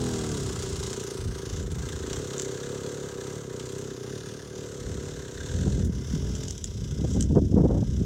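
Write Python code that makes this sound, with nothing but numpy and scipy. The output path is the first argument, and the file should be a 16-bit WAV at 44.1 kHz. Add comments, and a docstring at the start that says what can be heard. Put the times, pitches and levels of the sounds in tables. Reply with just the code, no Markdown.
"""A four-stroke single-cylinder dirt bike chugs up a rocky slope, away from the microphone, on small blips.
From the start, every two turns of the crank drive resonators with impulses: the valve gear clatters,
the exhaust thumps the silencer and a gulp of air rings the airbox. Wind gusts come and go.
From about one second on come sharp clacks and ticks: chain slaps, stones and the lugging engine's knock.
Near the end the rear tyre throws dirt and the turbulent wind buffets the microphone hardest."""
import sys
import numpy as np
from scipy import signal
from scipy.io import wavfile
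from scipy.ndimage import uniform_filter1d

SR = 44100
rng = np.random.default_rng(int(sys.argv[2]) if len(sys.argv) > 2 else 0)


def persist_wave(psi):
    """Save psi, clipped to +-1, as 16-bit WAV."""
    counts = np.round(np.clip(psi, -1, 1) * 32767).astype(np.int16)
    wavfile.write(sys.argv[1], SR, np.atleast_2d(counts).T)


N = 355005


def from_db(db):
    """Amplitude ratio of a level in decibels."""
    return 10 ** (np.asarray(db) / 20)


def unit(x):
    """Normalisation to rms 1."""
    return x / np.sqrt(np.mean(x ** 2) + 1e-20)


def curve(rows, column=1):
    """Linear interpolation of a table's column at every sample."""
    rows = np.asarray(rows, float)
    return np.interp(np.arange(N) / SR, rows[:, 0], rows[:, column])


def bump(middle_s, length_s):
    """A smooth envelope of height 1."""
    away = np.abs(np.arange(N) - middle_s * SR) * (2 / (length_s * SR))
    return np.exp(-away ** 3) * (away < 2)


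def waver(scale_s=.07):
    """Low-passed noise: a slow random drift of rms 1."""
    size = int(scale_s * SR)
    return unit(uniform_filter1d(uniform_filter1d(rng.standard_normal(N), size), size))


def grit(spread_db):
    """Noise under random amplitude modulation, like tiny impacts of uneven size."""
    noise = rng.standard_normal(N)
    sizes = unit(uniform_filter1d(rng.standard_normal(N), 24))
    return unit(noise * from_db(spread_db * sizes))


def colour(x, spectrum):
    """Minimum-phase filtering: x rings through a causal body with the given spectrum."""
    size = 4096
    hz, db = np.transpose(spectrum)
    bins = np.abs(np.fft.fftfreq(size, 1 / SR))
    log_gain = np.log(from_db(np.interp(np.log(bins + 1), np.log(hz), db)))
    response = np.fft.ifft(np.exp(np.conj(signal.hilbert(log_gain)))).real
    return signal.oaconvolve(x, response[:size // 2])[:N]


def band(x, hz, width_hz):
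    """A moving resonance by heterodyning: shift to zero, smooth, shift back."""
    carrier = np.exp(2j * np.pi * np.cumsum(hz) / SR)
    pole = np.exp(-np.pi * width_hz / SR)
    return 2 * (carrier * signal.lfilter([(1 - pole) / 2] * 2, [1, -pole], x / carrier)).real


def strokes(cycle, at, jitter, spread_db):
    """An impulse train: one pulse at the share `at` of each cycle, uneven in time and size."""
    number = np.arange(int(cycle[-1]) + 1)
    offset, size = rng.standard_normal((len(number), 2)).T
    place = np.interp(number + at + jitter * offset, cycle, np.arange(N)).astype(int)
    out = np.zeros(N)
    out[place] = from_db(spread_db * size)
    out[[0, -1]] = 0
    return out


def hump(cycle, at, width):
    """A Gaussian envelope, once in each engine cycle."""
    return np.exp(-.5 * (((cycle - at + .5) % 1 - .5) / width) ** 2)


def hit(cycle, at, decay):
    """A sudden onset and exponential decay, once in each engine cycle."""
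    return np.exp(-((cycle - at) % 1) / decay)


def cycle_force(cycle, spread_db):
    """Cycle-to-cycle variation: one random gain for each engine cycle."""
    gains = from_db(spread_db * rng.standard_normal(int(cycle[-1]) + 2))
    return gains[(cycle + .5).astype(int)]


# The crank sags under load and picks up on each blip. Each row: time in seconds, speed in rpm.
CRANK_RPM = [(0.0, 5055), (0.17, 4700), (0.28, 4585), (0.55, 3560), (0.7, 3620), (0.8, 3305), (0.93, 3715),
             (1.06, 3325), (1.17, 3530), (1.48, 3220), (1.6, 3780), (1.72, 2680), (1.8, 3400), (1.96, 3600),
             (2.05, 3200), (2.19, 4395), (2.31, 3965), (2.39, 4245), (2.47, 3790), (2.58, 4060),
             (2.75, 4230), (2.82, 4065), (2.91, 4500), (3.0, 4175), (3.1, 4245), (3.2, 3660), (3.37, 4510),
             (3.53, 3630), (3.74, 3910), (3.83, 4035), (4.04, 3575), (4.16, 4570), (4.26, 4240),
             (4.32, 4795), (4.41, 4265), (4.48, 4570), (4.57, 4430), (4.64, 4540), (4.76, 4255),
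             (4.85, 3925), (4.93, 4585), (5.01, 3995), (5.09, 4595), (5.21, 4200), (5.31, 3740),
             (5.44, 4240), (5.58, 5205), (5.72, 5230), (6.03, 3845), (6.19, 5250), (6.3, 5120),
             (6.46, 5300), (6.6, 3900), (6.8, 3400), (7.17, 3950), (7.6, 3600), (8.05, 3950)]
def engine_cycle():
    """Phase is the integral of speed: one cycle per two turns, wavering with the rider's hand."""
    return .183 + .01 * waver() + np.cumsum(curve(CRANK_RPM)) / (2 * 60 * SR)


def speed_octaves():
    """Crank speed in doublings above its mean."""
    return np.log2(curve(CRANK_RPM) / curve(CRANK_RPM).mean())


def pull(scale_rpm_per_s=40000):
    """Angular acceleration as engine load, from -1 (slowing) to 1 (a full blip)."""
    rpm_per_s = uniform_filter1d(np.gradient(curve(CRANK_RPM)) * SR, SR // 10)
    return np.tanh(rpm_per_s / scale_rpm_per_s)


# The engine eases off. Each row: middle in seconds, length in seconds, depth in dB.
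LULLS = [(1.29, 0.1, 2.5), (1.73, 0.19, 4), (3.46, 0.12, 2), (4.474, 0.13, 2), (5.887, 0.082, 5)]
def lull_db():
    """Weaker excitation lowers the level for a moment."""
    return -sum(depth_db * bump(middle, length) for middle, length, depth_db in LULLS)


# The bike climbs away. Each row: time in seconds, distance in metres.
DISTANCE_M = [(0, 8.54), (2.6, 11.8), (3.9, 11.8), (5.5, 16.7), (8.05, 38)]
def spreading_db(reference_m=12):
    """Spherical spreading: pressure falls inversely with distance."""
    return -20 * np.log10(curve(DISTANCE_M) / reference_m)


# Shading by the crest of the slope. Each row: time in seconds, gain in dB.
CREST_SHADOW = [(5.6, -9), (6.0, -7.5), (6.42, -5.5), (6.6, -9), (7.2, -3), (7.35, -14.5), (8.05, -3)]
def shadow_db():
    """Acoustic shadow: the crest stands between bike and microphone."""
    return curve(CREST_SHADOW)


# Spectra of the exhaust's boom, bark and howl. 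Each row: frequency in Hz, gain in dB.
BOOM = [(30, -46), (60, -7.5), (85, -10.5), (112, -3), (150, -0.5), (190, -5.5), (240, -4.5), (320, -30),
        (450, -23.5), (1600, -86.5)]
BARK = [(60, -24.5), (160, -21.5), (235, -4), (305, -1), (370, 3), (420, 2), (480, -0.5), (560, -11.5),
        (630, -21), (720, -33.5), (1600, -39), (4500, -73)]
HOWL = [(300, -40.5), (540, 6.5), (600, 10), (680, 1), (770, -6.5), (980, -15.5), (1150, -29), (2500, -44)]
# Throttle opening, heard as the strength of the airbox. Each row: time in seconds, relative level in dB.
THROTTLE = [(0, -28), (.7, -11.5), (1.3, -11.5), (2.1, -6), (2.6, -0.5), (3.1, -1.5), (3.45, -5.5),
            (4.2, -9.5), (4.65, -2.5), (5.2, -6.5), (5.55, -1.5), (6, -13.5)]
def exhaust(cycle):
    """Source and filter: firing pulses and turbulent gas excite silencer, tailpipe and airbox."""
    throttle_db, lull, octaves = curve(THROTTLE), lull_db(), speed_octaves()
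    firings = strokes(cycle, at=.06, jitter=.004, spread_db=1.1)
    gulps = strokes(cycle, at=.06, jitter=.004, spread_db=1.5)
    gas = unit(hump(cycle, at=.25, width=.3) * rng.standard_normal(N))
    gas *= from_db(-11.5 + .029 * throttle_db)  # a shut throttle lets less through
    blast = unit(firings) + gas
    lag = round(.009394 * SR)  # the gulp follows the firing
    intake = np.pad(unit(gulps) + .5 * gas, (lag, 0))[:N]
    boom = -unit(colour(blast + from_db(-13.5) * intake, BOOM))
    bark = -unit(colour(blast, BARK))
    howl = unit(colour(blast, HOWL))
    airbox = from_db(throttle_db + 1.5) * airbox_ring(intake)
    voice = bark + silencer_ring(bark) + airbox
    voice_db = -33 + .18 * throttle_db + 1.5 * pull() + lull
    boom_db = -32.5 + 6.5 * octaves + .56 * lull
    howl_db = -52.5 + 28 * octaves + .13 * throttle_db + lull  # sharper pulses at high revs
    mix = from_db(voice_db) * voice + from_db(boom_db) * boom + from_db(howl_db) * howl
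    return from_db(spreading_db() + shadow_db() + waver()) * mix


# The silencer's modes. Each row: time in seconds, low mode gain in dB, main mode gain in dB.
SILENCER_MODES = [(.25, -21, 1), (.55, -4, -0.5), (1.1, -10, 3.5), (1.6, -7, -9), (2.05, 7, -10),
                  (2.4, -6, 3), (3.0, -7, -4.5), (3.45, -21.5, -5.5), (3.85, 0, -0.5), (4.3, -5, -7),
                  (4.58, -6, 1), (4.9, 2, -11), (6.2, -3, -16)]
def silencer_ring(bark, low_hz=235, main_hz=401, width_hz=69):
    """Two cavity modes ring on after each pulse; hotter gas at speed raises their frequencies."""
    rise = 2 ** (.18 * speed_octaves() + .012 * waver())
    low = from_db(curve(SILENCER_MODES, column=1)) * band(bark, low_hz * rise, width_hz)
    main = from_db(curve(SILENCER_MODES, column=2)) * band(bark, main_hz * rise, width_hz)
    return low + main


# The airbox's spectrum. Each row: frequency in Hz, gain in dB.
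AIRBOX = [(80, -4), (250, -15), (400, -5), (480, 0.5), (600, -5), (700, -20), (3000, -78.5)]
def airbox_ring(intake, mean_speed_hz=472.3):
    """Cavity resonance: each gulp rings the airbox, whose note lifts with crank speed."""
    gulp = colour(intake, AIRBOX)
    hz = mean_speed_hz * 2 ** (.2 * speed_octaves() + .012 * waver())
    return unit(band(gulp, hz, width_hz=46) + from_db(-18.5) * gulp)


# Spectra of the crankcase and the rest of the engine case. Each row: frequency in Hz, gain in dB.
CRANKCASE = [(400, -13.5), (650, -5), (790, -1), (880, -4.5), (975, 1), (1100, -0.5), (1300, 1.5),
             (1800, -16), (4000, -24.5)]
CASE = [(300, -13), (680, -1.5), (820, -16.5), (975, 7), (1080, -27), (1250, -32), (1400, 3), (1620, 4),
        (1850, -7.5), (2050, 3), (2350, -12), (4000, -27), (9000, -44)]
# Directivity of the crankcase and of the whole case. Each row: time in seconds, gain in dB.
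CRANKCASE_VIEW = [(4.3, 3), (5.3, -1)]
CASE_VIEW = [(0, 5), (.7, 4.5), (1.5, 1.5), (2.15, 4.5), (3.4, 3), (4.2, -0.5), (5.1, 5), (5.45, 4.5),
             (5.75, 4.5), (6.2, 3.5), (7, 1)]
def case_knock(cycle, force):
    """Structure-borne sound: knocks of piston and valve gear radiate from the engine case."""
    knock = .91 + force * (1.15 * hit(cycle, at=.67, decay=.44) + .73 * hump(cycle, at=.024, width=.33))
    crankcase = from_db(curve(CRANKCASE_VIEW)) * unit(colour(knock * grit(spread_db=-2.5), CRANKCASE))
    case = unit(colour(knock * grit(spread_db=2), CASE))
    level_db = -49.5 + 7 * pull() + lull_db() + shadow_db() + curve(CASE_VIEW)
    return from_db(level_db + spreading_db()) * (case + crankcase)


# The rattle's spectra before and after the bike turns. Each row: frequency in Hz, gain in dB.
RATTLE = [(1200, -11), (2000, -43), (2400, -8.5), (2900, -2.5), (3600, -3), (4900, -2), (5700, -1.5),
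          (6250, 1.5), (6720, 2.5), (7100, 2), (7500, 0), (8600, -7), (10000, -15), (12500, -23),
          (16000, -42)]
RATTLE_TURNED = [(1500, -43), (2400, -13), (3000, -4.5), (3600, -2), (4300, -9), (5200, 0), (6000, 2.5),
                 (6500, -1.5), (7300, -4), (8300, -3.5), (9500, -16), (11500, -22), (16000, -32)]
# The rattle's directivity as the bike turns. Each row: time in seconds, gain in dB.
RATTLE_VIEW = [(0, 0), (.7, 3), (1.1, 1.5), (1.45, 0), (2.1, .5), (3.3, -3), (4.8, -2), (5.6, 0.5),
               (6.25, 1.5), (6.5, 4), (6.9, 3), (7.2, 4), (7.29, -0.5), (7.75, -2), (7.9, 3.5)]
# The band that reflections cancel as the bike moves. Each row: time in seconds, frequency in Hz.
NOTCH_HZ = [(.9, 12200), (1.15, 6800), (1.4, 7400), (1.75, 10000), (3.75, 10300), (3.95, 8200),
            (4.35, 7440), (4.55, 8000), (4.7, 9700), (5.55, 9600), (5.68, 10200), (5.9, 8100), (6.8, 8570)]
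def valve_rattle(cycle, force):
    """Valve impacts tick over a hiss; destructive interference cuts two moving notches in the treble."""
    hiss = .99 * from_db(7 * speed_octaves())  # thins at low speed, so the ticks stand clear
    valves = force * (1.15 * hit(cycle, at=.68, decay=.19) + .7 * hump(cycle, at=.92, width=.12))
    ticks = (hiss + valves) * grit(spread_db=2.5)
    turned = curve([(5.7, .23), (6.0, 1)])
    rattle = (1 - turned) * unit(colour(ticks, RATTLE)) + turned * unit(colour(ticks, RATTLE_TURNED))
    rattle -= .85 * band(rattle, curve(NOTCH_HZ), width_hz=1500)
    rattle -= .4 * band(rattle, curve(NOTCH_HZ) / 2 * 2 ** (.04 * waver()), width_hz=600)
    level_db = -44 + 7 * pull() + 1.52 * lull_db() + curve(RATTLE_VIEW)
    return from_db(level_db + spreading_db()) * rattle


# Spectra of the cooling fins and of the lugging engine's ping. Each row: frequency in Hz, gain in dB.
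FINS = [(1150, -30.5), (1480, 0), (1650, 2.5), (1900, -5.5), (2500, -39), (3550, -2), (4600, -16),
        (7000, -35.5)]
PING = [(4500, -30), (5700, 2), (6250, -10), (6750, 1), (7700, -15), (8800, -2), (10000, -14), (16000, -25)]
# The strength of each. Each row: time in seconds, base level in dB.
FIN_LEVEL = [(1.6, -55.5), (2.2, -51), (3.7, -59.5), (4.2, -53.5), (4.8, -59.5), (5.5, -51.5), (6.6, -70)]
PING_LEVEL = [(.3, -54), (.9, -50), (1.15, -51), (1.3, -59), (2.2, -75)]
def pinking(cycle):
    """Impact excitation: under load each firing raps the cooling fins; lugging adds a bright ping."""
    force = cycle_force(cycle, spread_db=2.5)
    rap = force * hump(cycle, at=.883, width=.16) * rng.standard_normal(N)
    ping = force * hit(cycle, at=.87, decay=.12) * rng.standard_normal(N)
    fins = from_db(curve(FIN_LEVEL) + 6 * pull() + lull_db()) * unit(colour(rap, FINS))
    return fins + from_db(curve(PING_LEVEL)) * unit(colour(ping, PING))


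# The drone's partials. Each row: multiple of the firing rate, relative level in dB.
DRONE_PARTIALS = [(2, -14), (3, 0), (4, -10), (5, -13), (6, -1), (8, -8), (10, -7), (11, -12), (12, -13),
                  (16, -18), (17, -21), (19, -19), (20, -23)]
# The engine runs on with the throttle shut. Each row: time in seconds, level in dB.
OVERRUN_LEVEL = [(0, -29.5), (.3, -31.5), (.45, -36), (.75, -40), (1.1, -49), (1.6, -60), (5.9, -60),
                 (6.25, -44), (6.5, -45), (6.7, -60)]
def drone(cycle):
    """Periodic motion gives a harmonic series: piston and flywheel hum on multiples of the firing rate."""
    partials = sum(from_db(db) * np.sin(2 * np.pi * (multiple * cycle + rng.random()))
                   for multiple, db in DRONE_PARTIALS)
    return from_db(curve(OVERRUN_LEVEL)) * unit(partials)


def hillside(x, scatter_db, t60, echoes_per_s=1500):
    """Scattering: rocks and trees return a sparse, exponentially decaying tail."""
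    t = np.arange(SR // 2) / SR
    taps = rng.standard_normal(len(t)) * (rng.random(len(t)) < echoes_per_s / SR)
    taps *= (t > .006) * from_db(-60 * t / t60)
    return x + from_db(scatter_db) * signal.oaconvolve(x, taps / np.linalg.norm(taps))[:N]


# The open air's spectrum. Each row: frequency in Hz, gain in dB.
AIR = [(30, -35), (100, 23.5), (500, 8), (1500, -23), (4000, -23), (10000, -14.5), (16000, -28)]
def open_air():
    """Stationary noise forms a quiet ambient floor."""
    return from_db(-51.5) * unit(colour(rng.standard_normal(N), AIR))


def gust(start, length, attack_s=.045, release_s=.069):
    """Wind pressure rises exponentially, holds and decays."""
    t = np.arange(N) / SR - start
    return np.exp(np.minimum(t, 0) / attack_s - np.maximum(t - length, 0) / release_s)


# Gusts on the microphone. Each row: start in seconds, length in seconds, level in dB.
GUSTS = [(0, 0.59, -37), (0.728, 0.11, -35), (1.236, 0.052, -29.5), (1.53, 0.3, -31.5), (1.91, 0.28, -36.5),
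         (4.848, 0.12, -35), (4.972, 0.25, -43), (5.372, 0.16, -38), (5.543, 0.11, -28),
         (5.664, 0.2, -25.5), (5.843, 0.17, -30.5), (6.126, 0.045, -27), (6.23, 0.11, -29),
         (6.455, 0.064, -34.5), (6.642, 0.054, -34.5), (6.773, 0.052, -30), (6.93, 0.29, -28.5),
         (7.166, 0.65, -24), (7.883, 0.27, -25.5)]
# Spectra of the wind's low rumble and higher buffeting. Each row: frequency in Hz, gain in dB.
RUMBLE = [(15, -9), (30, -38), (45, -8.5), (62, -1.5), (90, -3.5), (130, -9), (200, -14.5), (300, -31.5),
          (600, -71), (1500, -95)]
BUFFET = [(20, -55), (45, -14.5), (100, -9.5), (170, 0.5), (260, -3.5), (400, -14.5), (600, -28.5),
          (1000, -57), (2500, -93)]
def wind(calm_db=-52.5):
    """Turbulent pressure on the microphone: stronger wind reaches higher frequencies."""
    gust_power = sum((from_db(db) * gust(start, length)) ** 2 for start, length, db in GUSTS)
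    pressure_db = 10 * np.log10(from_db(calm_db) ** 2 + gust_power)
    rumble = unit(colour(rng.standard_normal(N), RUMBLE))
    rumble /= np.sqrt(uniform_filter1d(rumble ** 2, SR // 12) + .035)  # so the gusts set its strength
    buffet = unit(colour(grit(spread_db=10.5), BUFFET))
    buffet_db = pressure_db - 7 + 1.24 * (pressure_db + 27)
    return from_db(pressure_db) * rumble + from_db(buffet_db) * buffet


# Sharp clacks and ticks: chain slaps, stones and the knock of the lugging engine. Each row: start in
# seconds, level in dB, time to fall 60 dB in seconds, dull body and bright snap in dB relative to the ring.
CLACKS = [(.93, -31, 0.034, -7, -24), (1.716, -35.5, 0.054, -10, -5), (1.755, -43, 0.012, -14, 4),
          (1.888, -37, 0.037, 0, -7), (2.099, -38, 0.034, -3, -18), (2.13, -31.5, 0.042, -6, -20),
          (2.381, -24, 0.012, -22, -22), (2.397, -19, 0.016, -14, -18), (2.419, -25.5, 0.027, -21, -9),
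          (2.447, -30.5, 0.021, -12, -16), (3.597, -36.5, .045, -3, -12), (3.656, -40, 0.035, -15, -7),
          (3.723, -38, 0.035, -12, -5), (3.788, -41, .035, -14.5, -1), (5.848, -41, 0.09, -25, -3),
          (6.351, -31, 0.046, -16, -23), (6.4342, -26.5, 0.021, -16, -21), (6.482, -24.5, 0.024, -27, -25),
          (6.508, -21.5, 0.013, -25, -13), (6.5787, -28, 0.016, -24, -15), (6.6425, -18, 0.0091, -24, -15),
          (7.208, -16, 0.013, -24, -18), (7.225, -16.5, 0.0097, -24, -23)]
# Spectra of a clack's ring, body and snap. Each row: frequency in Hz, gain in dB.
CLACK_RING = [(1200, -34), (2300, -28), (3100, -1.5), (4300, -11), (5800, 5.5), (7500, 5), (9000, -12),
              (12000, -54), (16000, -50)]
CLACK_BODY = [(500, -30), (1000, -1), (1600, 13), (2300, 4.5), (3400, 13), (5000, 0), (8000, 3),
              (16000, -51)]
CLACK_SNAP = [(4000, -58), (7500, -12), (8900, 4), (11000, -2), (14000, -13), (16000, -7)]
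def clacks():
    """Damped vibration after a chain slap, stone or engine knock, each with its own ring, body and snap."""
    out, t = np.zeros((3, N)), np.arange(SR // 8) / SR
    for start, db, t60, body_db, snap_db in CLACKS:
        burst = from_db(db - 60 * t / t60) * rng.standard_normal((3, len(t)))
        out[:, round(start * SR):][:, :len(t)] += from_db([[0], [body_db], [snap_db]]) * burst
    ring, body, snap = out
    return colour(ring, CLACK_RING) + colour(body, CLACK_BODY) + colour(snap, CLACK_SNAP)


# Single eddies. Each row: middle in seconds, relative level in dB, length in seconds.
EDDIES = [(5.673, -33, 0.027), (5.796, -35.5, 0.029), (7.002, -35, 0.012), (7.048, -26, 0.015),
          (7.169, -29, 0.025), (7.311, -30.5, 0.013), (7.373, -17.5, 0.04), (7.531, -31.5, 0.024),
          (7.579, -20, 0.033), (7.61, -21, 0.023), (7.652, -21, 0.036), (7.705, -22.5, 0.033),
          (7.76, -29, 0.075), (7.829, -26.5, 0.015)]
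# An eddy's spectrum. Each row: frequency in Hz, gain in dB.
EDDY_SPECTRUM = [(22, -45), (55, -23), (140, 3.5), (330, -2), (500, -7), (750, -19.5), (1100, -31.5),
                 (1600, -43.5), (2500, -61.5), (5000, -81.5)]
def eddies():
    """Vortices break on the microphone as short bursts of pressure noise."""
    bursts = sum(from_db(db) * bump(middle, length) for middle, db, length in EDDIES)
    return from_db(3) * bursts * unit(colour(rng.standard_normal(N), EDDY_SPECTRUM))


# Thrown dirt. Each row: middle in seconds, length in seconds, gravel level in dB, grit level in dB.
SPRAYS = [(7.127, 0.11, -44, -66)]
def dirt_spray():
    """Many tiny impacts merge into noise as the rear tyre throws coarse gravel and fine grit."""
    coarse = sum(from_db(db) * bump(middle, length) for middle, length, db, _ in SPRAYS)
    fine = sum(from_db(db) * bump(middle, length) for middle, length, _, db in SPRAYS)
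    gravel = coarse * unit(colour(grit(spread_db=9), CLACK_RING))
    return gravel + fine * unit(colour(grit(spread_db=-2), CLACK_SNAP))


def scene():
    """Superposition of the bike, its echoes from the slope, the air and the wind."""
    cycle = engine_cycle()
    chug = hillside(exhaust(cycle), scatter_db=-10, t60=.11)
    force = cycle_force(cycle, spread_db=1.9)
    machinery = case_knock(cycle, force) + valve_rattle(cycle, force) + pinking(cycle)
    # dry grass and loose soil absorb treble, so less of the clatter comes back
    clatter = hillside(machinery + clacks() + dirt_spray(), scatter_db=-11.5, t60=.073)
    return (chug + clatter + open_air() + drone(cycle) + wind() + eddies())[None]


def record(dry):
    """Band limiting: the microphone's bass roll-off, then a steep low-pass."""
    bass_hz, treble_hz = 34, 15900
    thinned = signal.sosfilt(signal.butter(3, bass_hz, "highpass", fs=SR, output="sos"), dry)
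    low_pass = signal.firwin(511, treble_hz, window=("kaiser", 9), fs=SR)
    return signal.oaconvolve(thinned, low_pass[None], "same")


dry = scene()
out = record(dry)
persist_wave(out)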